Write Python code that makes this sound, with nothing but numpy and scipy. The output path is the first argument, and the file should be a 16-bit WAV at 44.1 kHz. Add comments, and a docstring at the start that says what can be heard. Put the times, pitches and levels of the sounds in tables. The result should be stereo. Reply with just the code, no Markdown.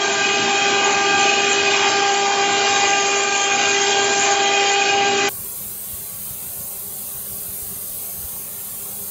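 """In a workshop, a router spindle carves a wooden board: its whine is a stack of sines at multiples of the shaft speed.
Cutting noise, shaped from random noise, rings in the tool, the gantry and the bed.
An edit then fades to a small engraver, much quieter: an air jet hisses, made of uneven filtered noise,
over a motor hum of swelling sines and the low thuds of a hand, which are short sine pushes.
Two phones are heard one after the other; the first keeps a narrower band."""
import sys
import numpy as np
from scipy import signal
from scipy.fft import rfft, irfft, next_fast_len
from scipy.io import wavfile
from scipy.ndimage import uniform_filter1d, map_coordinates

SR = 44100
rng = np.random.default_rng(int(sys.argv[2]) if len(sys.argv) > 2 else 0)


def persist_wave(psi):
    """Save psi, clipped to +-1, as 16-bit WAV."""
    counts = np.round(np.clip(psi, -1, 1) * 32767).astype(np.int16)
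    wavfile.write(sys.argv[1], SR, np.atleast_2d(counts).T)


N = 401310
T = np.arange(N) / SR  # time of every sample, s

# An "order" is a multiple of the shaft speed.
# Lowest router orders: (t/s, order 1 level/dB, order 2 level/dB, order 3 level/dB)
LOW_ORDERS = [(0.0, -30, -29.5, -32), (0.3, -30.5, -30.5, -32.5), (0.55, -29, -23.5, -36),
              (0.85, -26, -25, -30), (1.2, -28, -22, -26.5), (1.6, -25.5, -29.5, -34.5),
              (1.85, -25.5, -26, -30), (2.1, -27, -21.5, -31.5), (2.6, -28.0, -23, -36),
              (2.95, -29, -23, -30.5), (3.2, -27.5, -29, -31.5), (3.4, -33, -25, -30.5),
              (3.7, -26.5, -27, -37.5), (4.05, -26, -24.0, -37.5), (4.6, -27, -22, -33),
              (4.95, -27.5, -21, -40), (5.27, -23.5, -25, -34)]
# Orders that swell and fade at regular periods, like two close tones beating: (order)
SWELLING_ORDERS = [4, 6, 7, 8]
# Their swells, in the same sequence: (level/dB before the swell, depth 0-1, period/s, loudest t/s)
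ORDER_SWELLS = [(-34, 0.2, 0.715, 1.415), (-37, .62, 4.4, 3.75), (-41, 0.9, 4.8, 3), (-36, .45, 3.06, 1.2)]
# Weaker orders, wandering around a steady level: (order, level/dB)
WEAK_ORDERS = [(5, -41), (9, -51), (12, -48), (14, -53), (16, -52)]
# Cutting over time, chips before CHIPS_DB is added:
# (t/s, chips level/dB, tool chatter level/dB, fizz level/dB, bed level/dB, gantry level/dB)
CUTTING = [(0.0, -30, -33, -28.0, -38, -25), (0.3, -27.5, -24, -29.5, -33.0, -29),
           (0.6, -27.5, -26.0, -29, -34, -27), (0.9, -26.5, -25.5, -31, -35, -28),
           (1.2, -28, -24, -29, -33.5, -25), (1.55, -27, -24, -28, -36.5, -27.5),
           (1.85, -25, -24.5, -31.5, -34.5, -26), (2.2, -28.0, -34.5, -29.5, -40.5, -31),
           (2.5, -27, -37, -29, -36, -29), (2.85, -25, -25.5, -27, -36, -29),
           (3.15, -29, -30, -24.5, -38, -31), (3.4, -28.5, -29, -26.5, -39.5, -32),
           (3.65, -26, -25, -25.5, -37, -29.5), (4.05, -27.5, -36, -25.5, -34.5, -27),
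           (4.4, -28.5, -28.5, -26.5, -38.0, -26), (4.75, -28.5, -24.0, -28, -41, -28),
           (5.0, -29.5, -26, -33, -36.0, -27.5), (5.27, -26, -27, -31, -33.5, -27.5)]
# Colour of the chip noise: (f/Hz, relative level/dB)
CHIP_COLOUR = [(260, -40.5), (440, -13), (473, -17.5), (726, -13), (799, -5.5), (955, -14.5), (1210, -9.5),
               (1320, -19), (1580, -9), (1840, -18), (2450, -10.5), (2660, -19.5), (2860, -13.5),
               (3420, -15.5), (7600, -19.5), (9880, -49.5), (16700, -120)]
# The tool's first mode moves with its depth in the wood: (t/s, f/Hz)
TOOL_PITCH = [(0.0, 2506), (1.6, 2495), (2.8, 2440), (3.8, 2450), (5.29, 2490)]
# Tool resonances: (ratio to the first mode, width/Hz, level/dB relative to the chatter)
TOOL_RINGS = [(1., 125, -2), (1.003, 45, -3), (1.155, 110, -5.5)]
# Resonances of the fizz: (f/Hz, width/Hz, relative level/dB)
FIZZ_RINGS = [(6360, 350, 2.5), (6670, 500, 4), (7220, 850, 2)]
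# Resonances of the gantry: (f/Hz, width/Hz, relative level/dB)
GANTRY_RINGS = [(394.4, 63, 3), (664, 78, 0.5), (790, 54, -3.5), (850, 7.7, -12), (1185, 61, -6),
                (1543, 170, -5.5), (1994, 230, -6), (2300, 470, -13.5), (3232, 100, 0), (3960, 440, -10),
                (4400, 60, -6)]
# Colour of the bed's drone: (f/Hz, relative level/dB)
BED_COLOUR = [(32, -64.5), (55, -33.5), (73, -19.5), (102, -7.5), (173, -8.5), (238, -0.5), (334, -1.5),
              (350, -5), (460, -34), (770, -120)]
# The hand shifts on the first phone: (t/s, length/s, level/dB)
HAND_SHIFTS = [(.05, .1, -56), (.8, 0.13, -65), (1.28, 0.079, -63), (3.199, 0.092, -54),
               (5.212, 0.095, -65)]
# Colour of the air jet: (f/Hz, relative level/dB)
JET_COLOUR = [(1500, -90), (3500, -42), (4500, -15.5), (5500, -16), (6000, -11), (6500, -18.5), (7150, -9),
              (7350, -20), (7750, -17), (8100, -1), (9260, -3), (10000, -0.5), (12700, -1), (14100, 1),
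              (15800, 0.5)]
# The cabin rings with the air jet: (f/Hz, width/Hz, relative level/dB)
CABIN_RINGS = [(4130, 130, -10), (4510, 50, -7), (4860, 90, -7), (5180, 35, -9), (5340, 36, -10),
               (6410, 220, -2), (6820, 110, -2), (7100, 90, -1), (7570, 130, 1)]
# Colour of the engraver's case: (f/Hz, relative level/dB)
CASE_COLOUR = [(140, -40), (230, -11), (260, -7), (323, -18), (397, -2), (427, -6.5), (477, -8.5),
               (579, -8), (638, -13), (678, -11.5), (814, -8.5), (844, -12), (1100, -11.5), (1670, -16.5),
               (4200, -13), (5460, -38), (9240, -120)]
# Narrow bands where the feed motors sing: (f/Hz, width/Hz, relative level/dB)
FEED_RINGS = [(690, 30, 0), (1125, 40, -3), (1400, 50, -8)]
# Tones of the engraver's motor: (f/Hz)
HUM_PITCHES = [199.3, 398.4, 552, 597.5, 797, 1123]
# Their swells, in the same sequence: (level/dB before the swell, depth 0-1, period/s, loudest t/s)
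HUM_SWELLS = [(-55, 0.23, 2, 6.9), (-57, 0, 0.64, 5.7), (-66.5, 1, 1.9, 6.8), (-63, 0.8, 4, 7.5),
              (-64.5, 0.3, 1.2, 7.45), (-66, 0.4, 2.5, 5.8)]
# Faint tones, wandering around a steady level: (f/Hz, level/dB)
FAINT_TONES = [(1028, -70), (1195, -69), (7978, -59), (8177, -59)]
# The hand on the second phone: (t/s, rumble level/dB)
HAND_RUMBLE = [(5.35, -45), (5.63, -46), (6.55, -46.5), (6.89, -49), (7.31, -47.5), (7.71, -46.5),
               (9.1, -48.5)]
# Colour of that rumble: (f/Hz, relative level/dB)
HAND_COLOUR = [(15, -39), (25, -15), (97, -1.5), (135, -4), (198, -5.5), (250, -18), (320, -24),
               (550, -120)]
# Thuds of the hand: (t/s, level/dB of the pulse outline, f/Hz)
HAND_THUDS = [(5.94, -30.5, 80), (6.311, -31.5, 90), (7.5, -35, 70), (7.63, -32.5, 80), (7.91, -40, 60),
              (8.25, -30.5, 70)]

SPEED_HZ = 399.6  # shaft turns per second
FLICKER_DB, FLICKER_PER_S = 1.5, 11  # each layer's level flickers at random, on its own
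CHIPS_DB = 4.5  # added to the chip level
JET_DB, CASE_DB = -26.5, -45.5
EDIT_S, FADE_S = 5.287, 0.015  # middle and length of the fade
NARROW_HZ, TOP_HZ = 7615, 15770  # upper limits: first phone, everything


def router():
    """The whole router: the spinning shaft, the cut, and the parts that ring with it."""
    chip_db, tool_db, fizz_db, bed_db, gantry_db = curves(CUTTING)
    airborne = shaft_whine() + chip_noise(chip_db) + tool_chatter(tool_db)
    airborne = airborne + fizz(fizz_db) + gantry(gantry_db) + bed(bed_db)
    # the microphone drops deep bass
    airborne = filtered(airborne, lambda hz: 1 / np.sqrt(1 + (62 / (hz + 1)) ** 8))
    return airborne + shifting_hand()


def shaft_whine():
    """A turning shaft repeats its push each turn, so it sounds at multiples of its speed."""
    turn = 2 * np.pi * SPEED_HZ * T
    whine = np.zeros(N)
    for order, db in enumerate(curves(LOW_ORDERS), start=1):
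        whine += amp(db) * tone(order * turn, drift=0.29, flutter_db=1.03)
    for order, row in zip(SWELLING_ORDERS, ORDER_SWELLS):
        level = swell(*row) * amp(2.65 * wobble(4.914))
        whine += level * tone(order * turn, drift=0.45, flutter_db=2.5)
    for order, db in WEAK_ORDERS:
        level = amp(db + 3 * wobble(3))
        whine += level * tone(int(round(order)) * turn, drift=0.74, flutter_db=5.5)
    return whine


def chip_noise(db):
    """The broad noise of breaking chips, uneven in level."""
    noise = filtered(uneven_noise(2.2, tall=3, wide=10, sink_db=5), shape(CHIP_COLOUR))
    return amp(db + CHIPS_DB + 0.58 * wobble(FLICKER_PER_S)) * unit(noise)


def tool_chatter(db):
    """The tool rings in bands of noise that glide with its depth in the wood."""
    first_hz, = curves(TOOL_PITCH)
    ringing = np.zeros(N)
    for ratio, width_hz, relative_db in TOOL_RINGS:
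        ringing += amp(db + relative_db) * gliding(ratio * first_hz, width_hz)
    return amp(FLICKER_DB * wobble(FLICKER_PER_S)) * ringing


def fizz(db):
    """High resonances turn uneven noise into a fizz whose level flickers at random."""
    noise = filtered(uneven_noise(4.1, tall=8.2, wide=3.7), modes(FIZZ_RINGS))
    return amp(db + FLICKER_DB * wobble(FLICKER_PER_S)) * unit(noise)


def gantry(db):
    """The gantry rings at its own resonances, made from uneven noise."""
    return amp(db) * unit(filtered(uneven_noise(2.0), modes(GANTRY_RINGS)))


def bed(db):
    """The bed drones: low noise whose level flickers at random."""
    noise = filtered(rng.standard_normal(N), shape(BED_COLOUR))
    return amp(db + FLICKER_DB * wobble(FLICKER_PER_S)) * unit(noise)


def shifting_hand():
    """The hand shifts on the first phone: short swells of rumble around 45 Hz."""
    grip = sum(amp(db) * np.exp(-((T - s) / length) ** 2) for s, length, db in HAND_SHIFTS)
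    return grip * unit(filtered(rng.standard_normal(N), modes([(45, 40, 0)])))


def engraver():
    """The whole engraver: air jet and cabin, case, motors, and the hand holding the phone."""
    gust = amp(JET_DB + 0.3 * wobble(1.52) + 0.31 * wobble(12))
    return air_jet(gust) + cabin(gust) + case() + feed_motors() + motor_hum() + holding_hand()


def air_jet(gust):
    """Rushing air hisses: uneven bright noise, rippled by near walls."""
    hiss = filtered(uneven_noise(1.6, tall=3.7, wide=5.3), shape(JET_COLOUR))
    return gust * unit(walls(hiss))


def cabin(gust):
    """The cabin rings at its resonances, rising and falling with the jet, 18 dB below it."""
    return amp(-18) * gust * unit(filtered(uneven_noise(2.5), modes(CABIN_RINGS)))


def case():
    """The case sounds as noise in its own colour, uneven in level."""
    noise = filtered(uneven_noise(2.6, tall=2, wide=10, sink_db=3), shape(CASE_COLOUR))
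    return amp(CASE_DB + 0.26 * wobble(1.404)) * unit(noise)


def feed_motors():
    """The feed motors sing in narrow bands of uneven noise."""
    return amp(-58 + 1.0 * wobble(3.66)) * unit(filtered(uneven_noise(4.5), modes(FEED_RINGS)))


def motor_hum():
    """The motor hums in swelling tones, with a few faint tones beside them."""
    hum = np.zeros(N)
    for hz, row in zip(HUM_PITCHES, HUM_SWELLS):
        level = swell(*row) * amp(1.6 * wobble(4))
        hum += level * tone(2 * np.pi * hz * T, drift=0.52, flutter_db=3.5)
    for hz, db in FAINT_TONES:
        level = amp(db + 3.6 * wobble(2.83))
        hum += level * tone(2 * np.pi * hz * T, drift=0.52, flutter_db=3.5)
    return hum


def holding_hand():
    """The hand on the second phone rumbles unevenly and thuds softly."""
    rumble_db, = curves(HAND_RUMBLE)
    rumble = filtered(rng.standard_normal(N), shape(HAND_COLOUR))
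    hand = amp(rumble_db) * unit(amp(2.7 * wobble(22)) * rumble)
    for s, db, hz in HAND_THUDS:  # a soft push: about one low cycle
        outline = amp(db) * np.exp(-((T - s) * hz * 1.46) ** 2)
        hand = hand + outline * np.sin(2 * np.pi * hz * (T - s))
    return hand


def walls(x):
    """Near reflections cut a fixed fine ripple into the spectrum."""
    t = np.arange(SR // 4) / SR
    tail = rng.standard_normal(len(t)) * amp(-60 * t / 0.2)  # falls 60 dB in 0.2 s
    return x + 0.35 * signal.fftconvolve(x, tail / np.linalg.norm(tail))[:N]


def tone(phase, drift, flutter_db):
    """A sine of rms about 1 whose phase (radians) and level wander a little."""
    wandering = phase + drift * wobble(14) + rng.uniform(0, 2 * np.pi)
    return np.sqrt(2) * amp(flutter_db * wobble(25)) * np.sin(wandering)


def swell(db, depth, period, loudest):
    """A gain that rises and falls like two close tones beating."""
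    turning = np.exp(2j * np.pi * (T - loudest) / period)
    return amp(db) * np.abs(1 + np.clip(depth, 0, 1) * turning)


def uneven_noise(uneven_db, tall=2, wide=16, sink_db=0):
    """White noise with a random gain over frequency and time; sink_db lowers the weak parts further."""
    z = signal.stft(rng.standard_normal(N), nperseg=1024)[2]
    field = rng.standard_normal(z.shape)
    field = uniform_filter1d(field, max(int(tall), 1), 0)  # smooth over frequency
    field = unit(uniform_filter1d(field, max(int(wide), 1), 1))  # smooth over time
    gain_db = uneven_db * field - sink_db * np.minimum(field, 0) ** 2
    return signal.istft(z * amp(gain_db), nperseg=1024)[1][:N]


def gliding(hz, width_hz):
    """Noise of rms 1 in a resonance whose centre follows hz."""
    slow = filtered(rng.standard_normal((2, N)), modes([(0, width_hz, 0)]))
    phase = 2 * np.pi * np.cumsum(hz) / SR
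    return unit(slow[0] * np.cos(phase) + slow[1] * np.sin(phase))


def wobble(rate):
    """A smooth random curve with this many random points a second."""
    coarse = np.arange(0, N + 64, 64)
    knots = rng.standard_normal(int(N * rate / SR) + 4)
    smooth = map_coordinates(knots, [coarse * rate / SR])
    return np.interp(np.arange(N), coarse, smooth)


def curves(rows):
    """One value per sample for each column after the time."""
    s, *cols = np.transpose(rows)
    return [np.interp(T, s, c) for c in cols]


def filtered(x, response):
    """x with every frequency scaled by the response."""
    m = next_fast_len(N + 8192)
    return irfft(rfft(x, m) * response(np.fft.rfftfreq(m, 1 / SR)), m)[..., :N]


def shape(points):
    """A gain drawn through (f/Hz, level/dB) points on a log frequency axis."""
    f, db = np.transpose(points)
    return lambda hz: amp(np.interp(np.log(hz + 1), np.log(f + 1), db))


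def modes(table):
    """The gain of resonances whose powers add."""
    return lambda hz: np.sqrt(sum(amp(2 * db) / (1 + (2 * (hz - c) / w) ** 2) ** 2 for c, w, db in table))


def below(top_hz):
    """A steep low-pass that closes over the 50 Hz under top_hz."""
    return lambda hz: np.sin(np.pi / 2 * np.clip((top_hz - hz) / 50, 0, 1)) ** 2


def amp(db):
    """Decibels to a plain gain."""
    return 10 ** (np.asarray(db) / 20)


def unit(x):
    """x scaled to an rms of 1."""
    return x / np.sqrt(np.mean(x ** 2) + 1e-20)


def scene():
    """The edit cross-fades from one machine to the other; both phones have one microphone."""
    late = np.clip((T - EDIT_S) / FADE_S + 0.5, 0, 1)
    first = filtered(router(), below(NARROW_HZ)) * np.cos(late * np.pi / 2)
    second = engraver() * np.sin(late * np.pi / 2) ** 2
    mono = first + second
    return np.array([mono, mono])


def record(dry):
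    """Nothing is kept above the band limit."""
    return filtered(dry, below(TOP_HZ))


dry = scene()
out = record(dry)
persist_wave(out)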